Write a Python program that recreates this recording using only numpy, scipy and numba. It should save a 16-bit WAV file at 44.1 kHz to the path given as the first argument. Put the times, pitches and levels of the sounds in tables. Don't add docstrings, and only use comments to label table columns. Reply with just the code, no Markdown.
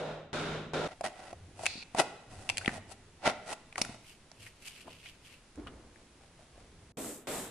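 import sys
import numpy as np
from scipy import signal
from scipy.fft import rfft, irfft
from scipy.io import wavfile
from scipy.ndimage import uniform_filter1d, map_coordinates
from numba import njit

SR = 44100
rng = np.random.default_rng(int(sys.argv[2]) if len(sys.argv) > 2 else 0)


def int16_out(signal):
    q = np.round(np.clip(np.atleast_2d(signal).T, -1, 1) * 32767)
    wavfile.write(sys.argv[1], SR, q.astype(np.int16))


N = 330750
T = np.arange(N) / SR
HZ = np.maximum(np.arange(N // 2 + 1) * SR / N, 1)

CLOSE_START_S, CLOSE_END_S = .876, 6.92
CLOSE_TOP_HZ, SCRIBE_TOP_HZ, TOP_HZ = 11080, 12150, 14100

# (time [s], force into the limiter [dB], knock [Hz], knock [dB])
BLOWS = [(-.11, 9, 576, 7.5), (.33, 13.5, 448, -24), (.735, 17.5, 470, 4), (6.971, -1.5, 295, 6),
         (7.2709, 5, 380, -17)]
# (frequency [Hz], level [dB])
BLOW_COLOUR = [(40, -8), (120, -2.5), (260, 1.5), (600, 3), (1000, -5), (1450, -7.5), (3700, -12.5),
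               (5200, -18.5), (9000, -29), (13500, -44)]
# (frequency [Hz], level [dB], t60 [s])
BENCH = [(155.5, -6, 0.94), (364, -24, 0.3), (415, -12, 0.88), (572, -13.5, 0.38)]
# (frequency [Hz], width [Hz], level [dB])
PUNCH = [(1400, 140, 0.5), (2210, 69, -12), (3640, 77, -8.5)]
PUNCH_DB, PUNCH_T60_S = -3, 0.55
# (frequency [Hz], width [Hz], level [dB])
LOOSE_TOOLS = [(7870, 1100, 0.5), (9150, 4900, -5.5)]
RATTLE_DB = -7
BLOW_DB, FORCE_SHARE = -38.5, 0.31

# (time of full pressure [s], hold [s], level [dB], rise [s], tearing fibres re level [dB])
STROKES = [(0.923, 0.0042, -48, 0.12, -37), (1.041, 0.03, -34, 0.0026, -15.5),
           (1.173, 0.14, -51.5, 0.053, -16), (1.632, 0.019, -46, 0.037, -4.5),
           (1.996, 0.0068, -21.5, .013, -12), (2.307, 0.21, -54, 0.0073, -7),
           (2.693, 0.084, -48, 0.083, -8.5), (2.918, 0.0051, -49.5, 0.019, -2.5),
           (3.266, 0.012, -23.5, 0.014, -34), (3.297, 0.0034, -27.5, 0.007, -31),
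           (3.32, .08, -60, .02, -30), (3.504, 0.028, -38.5, .023, -9), (3.784, 0.013, -39.5, 0.0069, -6.5),
           (3.842, 0.11, -54.5, 0.012, -10)]
# (frequency [Hz], width [Hz], level [dB])
KNIFE = [(336, 330, -3.5), (684, 180, 8.5), (840, 71, -11), (1340, 156, -3.5), (1890, 106, -1.5),
         (2520, 30, -18), (3360, 56, -27), (5060, 28, -22)]
# (frequency [Hz], width [Hz], level [dB])
FIBRES = [(2500, 350, 10), (3440, 1100, -6.5), (4580, 1700, 2), (6110, 920, -1.5), (7800, 1430, 2),
          (10430, 5000, -6)]
# (frequency [Hz], level [dB])
MUFFLE = [(5000, 0), (7500, -4.5)]
STROKE_FALL_S, BODY_DB = 0.01, -3.5

# (time of full pressure [s], hold [s], level [dB], tearing fibres re level [dB])
SCRIBE_PASSES = [(4.083, 0.025, -59, -0.5), (4.436, 0.025, -56.5, 0), (4.668, 0.012, -53.5, 2),
                 (4.723, 0.091, -59, -5), (4.908, 0.029, -57, -11), (4.964, .09, -64, -8),
                 (5.064, 0.034, -55, -9), (5.265, 0.011, -60, -2.5), (5.32, 0.02, -58, -9)]
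# (frequency [Hz], width [Hz], level [dB])
POINT = [(2260, 190, -12), (2830, 480, 11), (4370, 410, -7)]
PASS_RISE_S, PASS_FALL_S = 0.032, 0.031
POINT_WAVER = .05

# (time [s], level [dB], ring [Hz], crack re level [dB], lead of a first fibre [s])
SNAPS = [(1.664, -16.5, 2530, -3.5, 0.0074), (2.4983, -17.5, 2527, -5, 0.0075),
         (2.5805, -26.5, 2760, 4, 0.0093), (3.8169, -20.5, 5250, 1.5, 0.0021)]
SNAP_T60_S, FIRST_FIBRE_DB, FIRST_CRACK_DB = 0.021, -4.5, 0.5
LAST_FIBRE_S, LAST_FIBRE_DB = 0.005, -16.5
# (time [s], level [dB], ring [Hz], crack re level [dB])
TICKS = [(1.826, -33.5, 2300, -19), (2.647, -29, 2150, -14), (2.6595, -20.5, 3000, -15),
         (2.678, -13, 1950, -39), (2.692, -25.5, 2050, -33), (3.726, -36.5, 2480, -13),
         (3.757, -27, 1880, -18), (3.78, -27.5, 1180, 0), (3.849, -33.5, 1400, 0.5),
         (4.316, -37, 5600, -21), (4.682, -42, 7800, 2.5), (5.557, -53.5, 1510, 2), (5.678, -43, 1400, -11),
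         (5.959, -46, 1780, -12)]
TICK_CYCLES = 30
# (time [s], level [dB])
KNOCKS = [(1.0095, -24), (1.329, -31.5), (1.593, -33.5), (1.61, -38), (1.635, -30.5), (1.948, -23.5),
          (2.002, -17), (2.778, -36), (3.782, -27.5), (4.88, -40.5), (6.392, -49), (6.578, -47.5)]
KNOCK_HZ, KNOCK_T60_S, KNOCK_CRACK_DB = 666, 0.037, -16
# (time [s], level [dB])
THUDS = [(1.755, -37), (1.778, -37.5), (1.947, -30), (2.679, -16.5), (3.275, -25), (3.8145, -23),
         (3.894, -31.5), (5.598, -37)]
THUD_HZ, THUD_T60_S, THUD_CRACK_DB = 240, 0.022, -48
# (time [s], level [dB], ring [Hz])
TAPS = [(2.612, -38, 1495), (4.465, -43.5, 2085), (4.666, -46, 2500), (4.875, -44, 970),
        (5.058, -41.5, 2330), (5.669, -41, 1245), (5.671, -44, 2950)]
TAP_T60_S, TAP_CRACK_DB = 0.069, -14
CONTACT_RISE_S = 0.00024

SHOVE_S, SHOVE_HZ, SHOVE_WIDTH_HZ = 5.582, 298, 120
SHOVE_DB, SHOVE_RISE_S, SHOVE_HOLD_S, SHOVE_FALL_S = -42.5, 0.0046, .012, 0.032
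# (time [s], level [dB])
BRUSHES = [(6.01, -63.5), (6.24, -62.5), (6.42, -62), (6.6, -60), (6.84, -65)]
BRUSH_RISE_S, BRUSH_FALL_S = 0.051, .055
# (frequency [Hz], level [dB])
CLOTH = [(300, -3), (680, 5.5), (1400, -8), (2600, -10), (9000, -18)]

# (time of full weight [s], hold [s], level [dB], rubbing re level [dB], drone of the loaded bench [Hz])
LEANS = [(1.333, 0.22, -57.5, -13, 88), (2.288, 0.35, -56, -9, 95.6), (3.782, 0.022, -52.5, -5.5, 130),
         (4.406, 0.0085, -59, -21, 109), (4.864, 0.0044, -63, 8.5, 93), (5.576, 0.12, -54.5, 0, 57),
         (6.535, 0.23, -60.5, -27, 62)]
LEAN_RISE_S, LEAN_FALL_S, LEAN_FALL_SHARE = 0.013, 0.074, 1
DRONE_WIDTH_HZ = 15
# (frequency [Hz], level [dB])
RUB = [(120, -4), (260, 9.5), (700, -1), (1200, -7), (2200, -14), (5000, -74)]
# (frequency [Hz], level [dB])
RUMBLE = [(25, -3), (60, -5), (100, -3.5), (200, -9.5), (400, -13.5), (3000, -54)]
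REST_RUMBLE_DB, QUIET_DB = -64.5, -69.5

# (frequency [Hz], level [dB])
HISS = [(100, 10), (1000, 2.5), (2500, 0), (5000, -4.5), (11000, -8.5)]
HISS_DB = -63
# (frequency [Hz], t60 [s])
ROOM_T60 = [(100, 1), (600, 0.68), (2000, 0.79), (5000, 0.64), (11000, 0.46)]
# (frequency [Hz], level [dB])
WIDTH = [(60, -35), (200, -17.5), (650, -11), (1300, -6), (2400, -6), (4200, -1), (11000, -0.5)]
# (frequency [Hz], level [dB])
PORTS = [(1200, -0.5), (2600, 0), (4500, 0), (8000, -0.5)]


def mallet(crack_db=3, crack_t60=0.32, knock_width_hz=170, knock_t60=0.61,
           rattle_peak_s=0.091, rattle_length_s=0.077):
    out, t = np.zeros((2, N)), T[:SR]
    crack = colour(noise(), BLOW_COLOUR)[:, :SR] * fade(t, crack_t60) * undb(crack_db)
    chatter = resonate(grit(6000, 2.0), LOOSE_TOOLS)[:, :SR]
    chatter = chatter * np.exp(-((t - rattle_peak_s) / rattle_length_s) ** 2 / 2)
    boom = sum(undb(db) * np.sin(2 * np.pi * f * t) * fade(t, t60) for f, db, t60 in BENCH)
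    for s, force_db, knock_hz, knock_db in BLOWS:
        first_shot = s < CLOSE_START_S
        knock = steep_band(noise(), knock_hz, 2 * knock_width_hz)[:, :SR]
        knock = knock * fade(t, knock_t60) * undb(knock_db)
        clang = resonate(noise(), PUNCH)[:, :SR] * fade(t, PUNCH_T60_S) * undb(PUNCH_DB)
        ringing = first_shot * (boom + clang)
        blow = undb(force_db) * (crack + knock + ringing + reverberation(BLOW_COLOUR))
        rattle = (not first_shot) * undb(RATTLE_DB) * chatter
        add(out, s, undb(BLOW_DB + FORCE_SHARE * force_db) * (limit(blow) + rattle))
    return lowpass(out * (T < CLOSE_START_S), CLOSE_TOP_HZ) + out * (T > CLOSE_END_S)


def blade():
    strokes = [(s, db, rise_s, hold_s, STROKE_FALL_S, tear_db) for s, hold_s, db, rise_s, tear_db in STROKES]
    rasp = friction(strokes, KNIFE, per_s=1400, spread_db=1.5, catch_db=1.37)
    return workshop(rasp, wet_db=-16.5) + withdrawal()


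def withdrawal(start_s=1.672, stop_s=1.836, db=-50, t60=1.65):
    rasp = resonate(grit(4000, 1.4), [(2500, 380, -6.5), (4380, 770, -5.0)])
    rasp = resonate(rasp, [(3250, 1700, 0)])
    sliding = (T > start_s) & (T < stop_s)
    return undb(db) * rasp * sliding * fade(np.maximum(T - start_s, 0), t60)


def scribe():
    passes = [(s, db, PASS_RISE_S, hold_s, PASS_FALL_S, tear_db) for s, hold_s, db, tear_db in SCRIBE_PASSES]
    scratch = friction(passes, POINT, per_s=1800, spread_db=-0.4, catch_db=1.5)
    return waver(scratch, POINT_WAVER)


def friction(strokes, modes, per_s, spread_db, catch_db):
    body, tear = pressure(strokes)
    catch = uniform_filter1d(uniform_filter1d(rng.standard_normal(N), size=300), size=300)
    slips = grit(per_s, spread_db) * undb(catch_db * np.clip(catch / catch.std(), -2, 2))
    tool_ring = colour(resonate(slips * body, modes), MUFFLE)
    return tool_ring * undb(BODY_DB) + resonate(slips * tear, FIBRES)


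def clicks(crack_t60=0.013, board_db=-14, board_t60=0.022, wander=0.14):
    rings, bursts, t = np.zeros((2, N)), np.zeros((2, N)), T[:SR // 8]
    attack = 1 - np.exp(-t / CONTACT_RISE_S)
    cracks, shivers = resonate(noise(), FIBRES), resonate(noise(), KNIFE)
    for k, (s, db, hz, t60, crack_db) in enumerate(contacts()):
        own = slice(k * len(t), (k + 1) * len(t))
        blur = np.cumsum(rng.standard_normal((2, len(t))), axis=1)
        blur = uniform_filter1d(blur * np.sqrt(2 * np.pi * wander * hz / SR), int(SR / hz))
        ring = np.sin(2 * np.pi * hz * t + blur - blur[:, :1]) * fade(t, t60)
        crack = undb(crack_db) * cracks[:, own] * fade(t, crack_t60)
        shiver = undb(board_db) * shivers[:, own] * fade(t, board_t60)
        add(rings, s, undb(db) * attack * ring)
        add(bursts, s, undb(db) * attack * (crack + shiver))
    return workshop(rings, wet_db=-19.5) + workshop(bursts, wet_db=-13.5)


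def contacts():
    hits = []
    for s, db, hz, crack_db, lead_s in SNAPS:
        hits += [(s - lead_s, db + FIRST_FIBRE_DB, hz, SNAP_T60_S, crack_db + FIRST_CRACK_DB),
                 (s, db, hz, SNAP_T60_S, crack_db),
                 (s + LAST_FIBRE_S, db + LAST_FIBRE_DB, hz, SNAP_T60_S, crack_db)]
    hits += [(s, db, hz, TICK_CYCLES / hz, crack_db) for s, db, hz, crack_db in TICKS]
    hits += [(s, db, KNOCK_HZ, KNOCK_T60_S, KNOCK_CRACK_DB) for s, db in KNOCKS]
    hits += [(s, db, THUD_HZ, THUD_T60_S, THUD_CRACK_DB) for s, db in THUDS]
    return hits + [(s, db, hz, TAP_T60_S, TAP_CRACK_DB) for s, db, hz in TAPS]


def handling():
    shove = pressure([(SHOVE_S, SHOVE_DB, SHOVE_RISE_S, SHOVE_HOLD_S, SHOVE_FALL_S, 0)])[0]
    brushing = pressure([(s, db, BRUSH_RISE_S, 0, BRUSH_FALL_S, 0) for s, db in BRUSHES])[0]
    judder = shove * steep_band(noise(), SHOVE_HZ, SHOVE_WIDTH_HZ)
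    return judder + brushing * colour(grit(1500, 5.0), CLOTH)


def hands(rest_rub_db=-75, rumble_db=-2):
    leans = [(s, db, LEAN_RISE_S, hold_s, LEAN_FALL_S + LEAN_FALL_SHARE * hold_s, rub_db)
             for s, hold_s, db, rub_db, hz in LEANS]
    weight, rubbing = pressure(leans)
    rumble = colour(noise(), RUMBLE) * np.hypot(undb(rumble_db) * weight, undb(REST_RUMBLE_DB))
    drone = np.zeros((2, N))
    for lean, (*_, hz) in zip(leans, LEANS):
        drone += resonate(noise(), [(hz, DRONE_WIDTH_HZ, 0)]) * pressure([lean])[0]
    rub = colour(grit(2500, 4.8), RUB) * np.hypot(rubbing, undb(rest_rub_db))
    return rumble + drone + rub


def hiss():
    return undb(HISS_DB) * colour(noise(), HISS)


def quiet_rumble():
    return undb(QUIET_DB) * colour(noise(), RUMBLE)


def workshop(x, wet_db):
    response = reverberation([(100, 3.0), (700, -1), (2500, -2.0), (10000, -4.5)])
    response /= np.sqrt(np.sum(response[0] ** 2))
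    return x + undb(wet_db) * signal.fftconvolve(x[:1], response, axes=1)[:, :N]


def reverberation(points):
    spectrum = rfft(rng.standard_normal((2, SR)))
    hz, t = np.arange(SR // 2 + 1) + 1., T[:SR]
    gain = undb(read(points, hz))
    spectrum *= gain / np.sqrt(np.mean(gain ** 2))
    octave = np.floor(np.log2(hz))
    return sum(irfft(spectrum * (octave == k), SR) * fade(t, read(ROOM_T60, 2 ** (k + .5)))
               for k in range(4, 14))


@njit
def follow(power, release):
    out, held = np.empty(len(power)), 0.
    for i in range(len(power)):
        held = max(power[i], held * release)
        out[i] = held
    return out


def limit(x, release_s=0.011, ratio=7):
    smooth = uniform_filter1d(np.sum(x ** 2, axis=0), size=200)
    power = follow(smooth, np.exp(-1 / (release_s * SR)))
    return x * np.maximum(power, 1) ** (.5 / ratio - .5)


def pressure(strokes):
    body_power, hiss_power = np.zeros(N), np.zeros(N)
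    for s, db, rise_s, hold_s, fall_s, hiss_db in strokes:
        away = np.maximum((s - T) / rise_s, (T - s - hold_s) / fall_s)
        power = undb(db) ** 2 * np.exp(-2 * np.maximum(away, 0))
        body_power += power
        hiss_power += power * undb(hiss_db) ** 2
    return np.sqrt(body_power), np.sqrt(hiss_power)


def grit(per_s, spread_db):
    strength = undb(spread_db * np.minimum(rng.exponential(size=N), 4))
    slips = (rng.random(N) < per_s / SR) * strength
    x = slips * np.sign(noise())
    return x / x.std()


def waver(x, share):
    lag = rng.standard_normal(N)
    for _ in range(3):
        lag = uniform_filter1d(lag, size=1800)
    at = np.arange(N) + share * lag / np.diff(lag).std()
    return np.array([map_coordinates(channel, [at], mode="nearest") for channel in x])


def noise():
    return rng.standard_normal((2, N))


def undb(db):
    return 10 ** (np.asarray(db) / 20)


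def fade(t, t60):
    return np.exp(-np.log(1000) * t / t60)


def read(points, hz):
    f, value = np.transpose(points)
    return np.interp(np.log(hz), np.log(f), value)


def shape(x, response):
    return irfft(rfft(x) * response / np.sqrt(np.mean(abs(response) ** 2)), N)


def colour(x, points):
    return shape(x, undb(read(points, HZ)))


def resonate(x, modes):
    response = sum(undb(db) / (1 + 1j * (HZ / f - f / HZ) * f / width) for f, width, db in modes)
    return shape(x, response)


def steep_band(x, hz, width_hz):
    x = resonate(resonate(x, [(hz, width_hz, 0)]), [(hz, width_hz, 0)])
    return x / x.std()


def lowpass(x, hz):
    return signal.sosfilt(signal.ellip(14, .2, 90, hz, fs=SR, output="sos"), x)


def add(out, s, x):
    start = int(round(s * SR))
    first, last = max(start, 0), min(start + x.shape[-1], N)
    out[:, first:last] += x[:, first - start:last - start]


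def stereo(x):
    side = irfft(rfft(x[1]) * undb(read(WIDTH, HZ)), N)
    return np.array([x[0] + side, x[0] - side])


def scene():
    close_shot = (T >= CLOSE_START_S) & (T < CLOSE_END_S)
    close = lowpass(close_shot * (blade() + handling() + hands() + hiss()), CLOSE_TOP_HZ)
    scratching = lowpass(scribe(), SCRIBE_TOP_HZ)
    tools = lowpass(clicks(), CLOSE_TOP_HZ)
    return stereo(mallet() + close + scratching + tools + quiet_rumble())


def record(dry):
    half_difference = np.array([[.5], [-.5]]) * read(PORTS, HZ)
    return lowpass(irfft(rfft(dry) * undb(half_difference), N), TOP_HZ)


dry = scene()
out = record(dry)
int16_out(out)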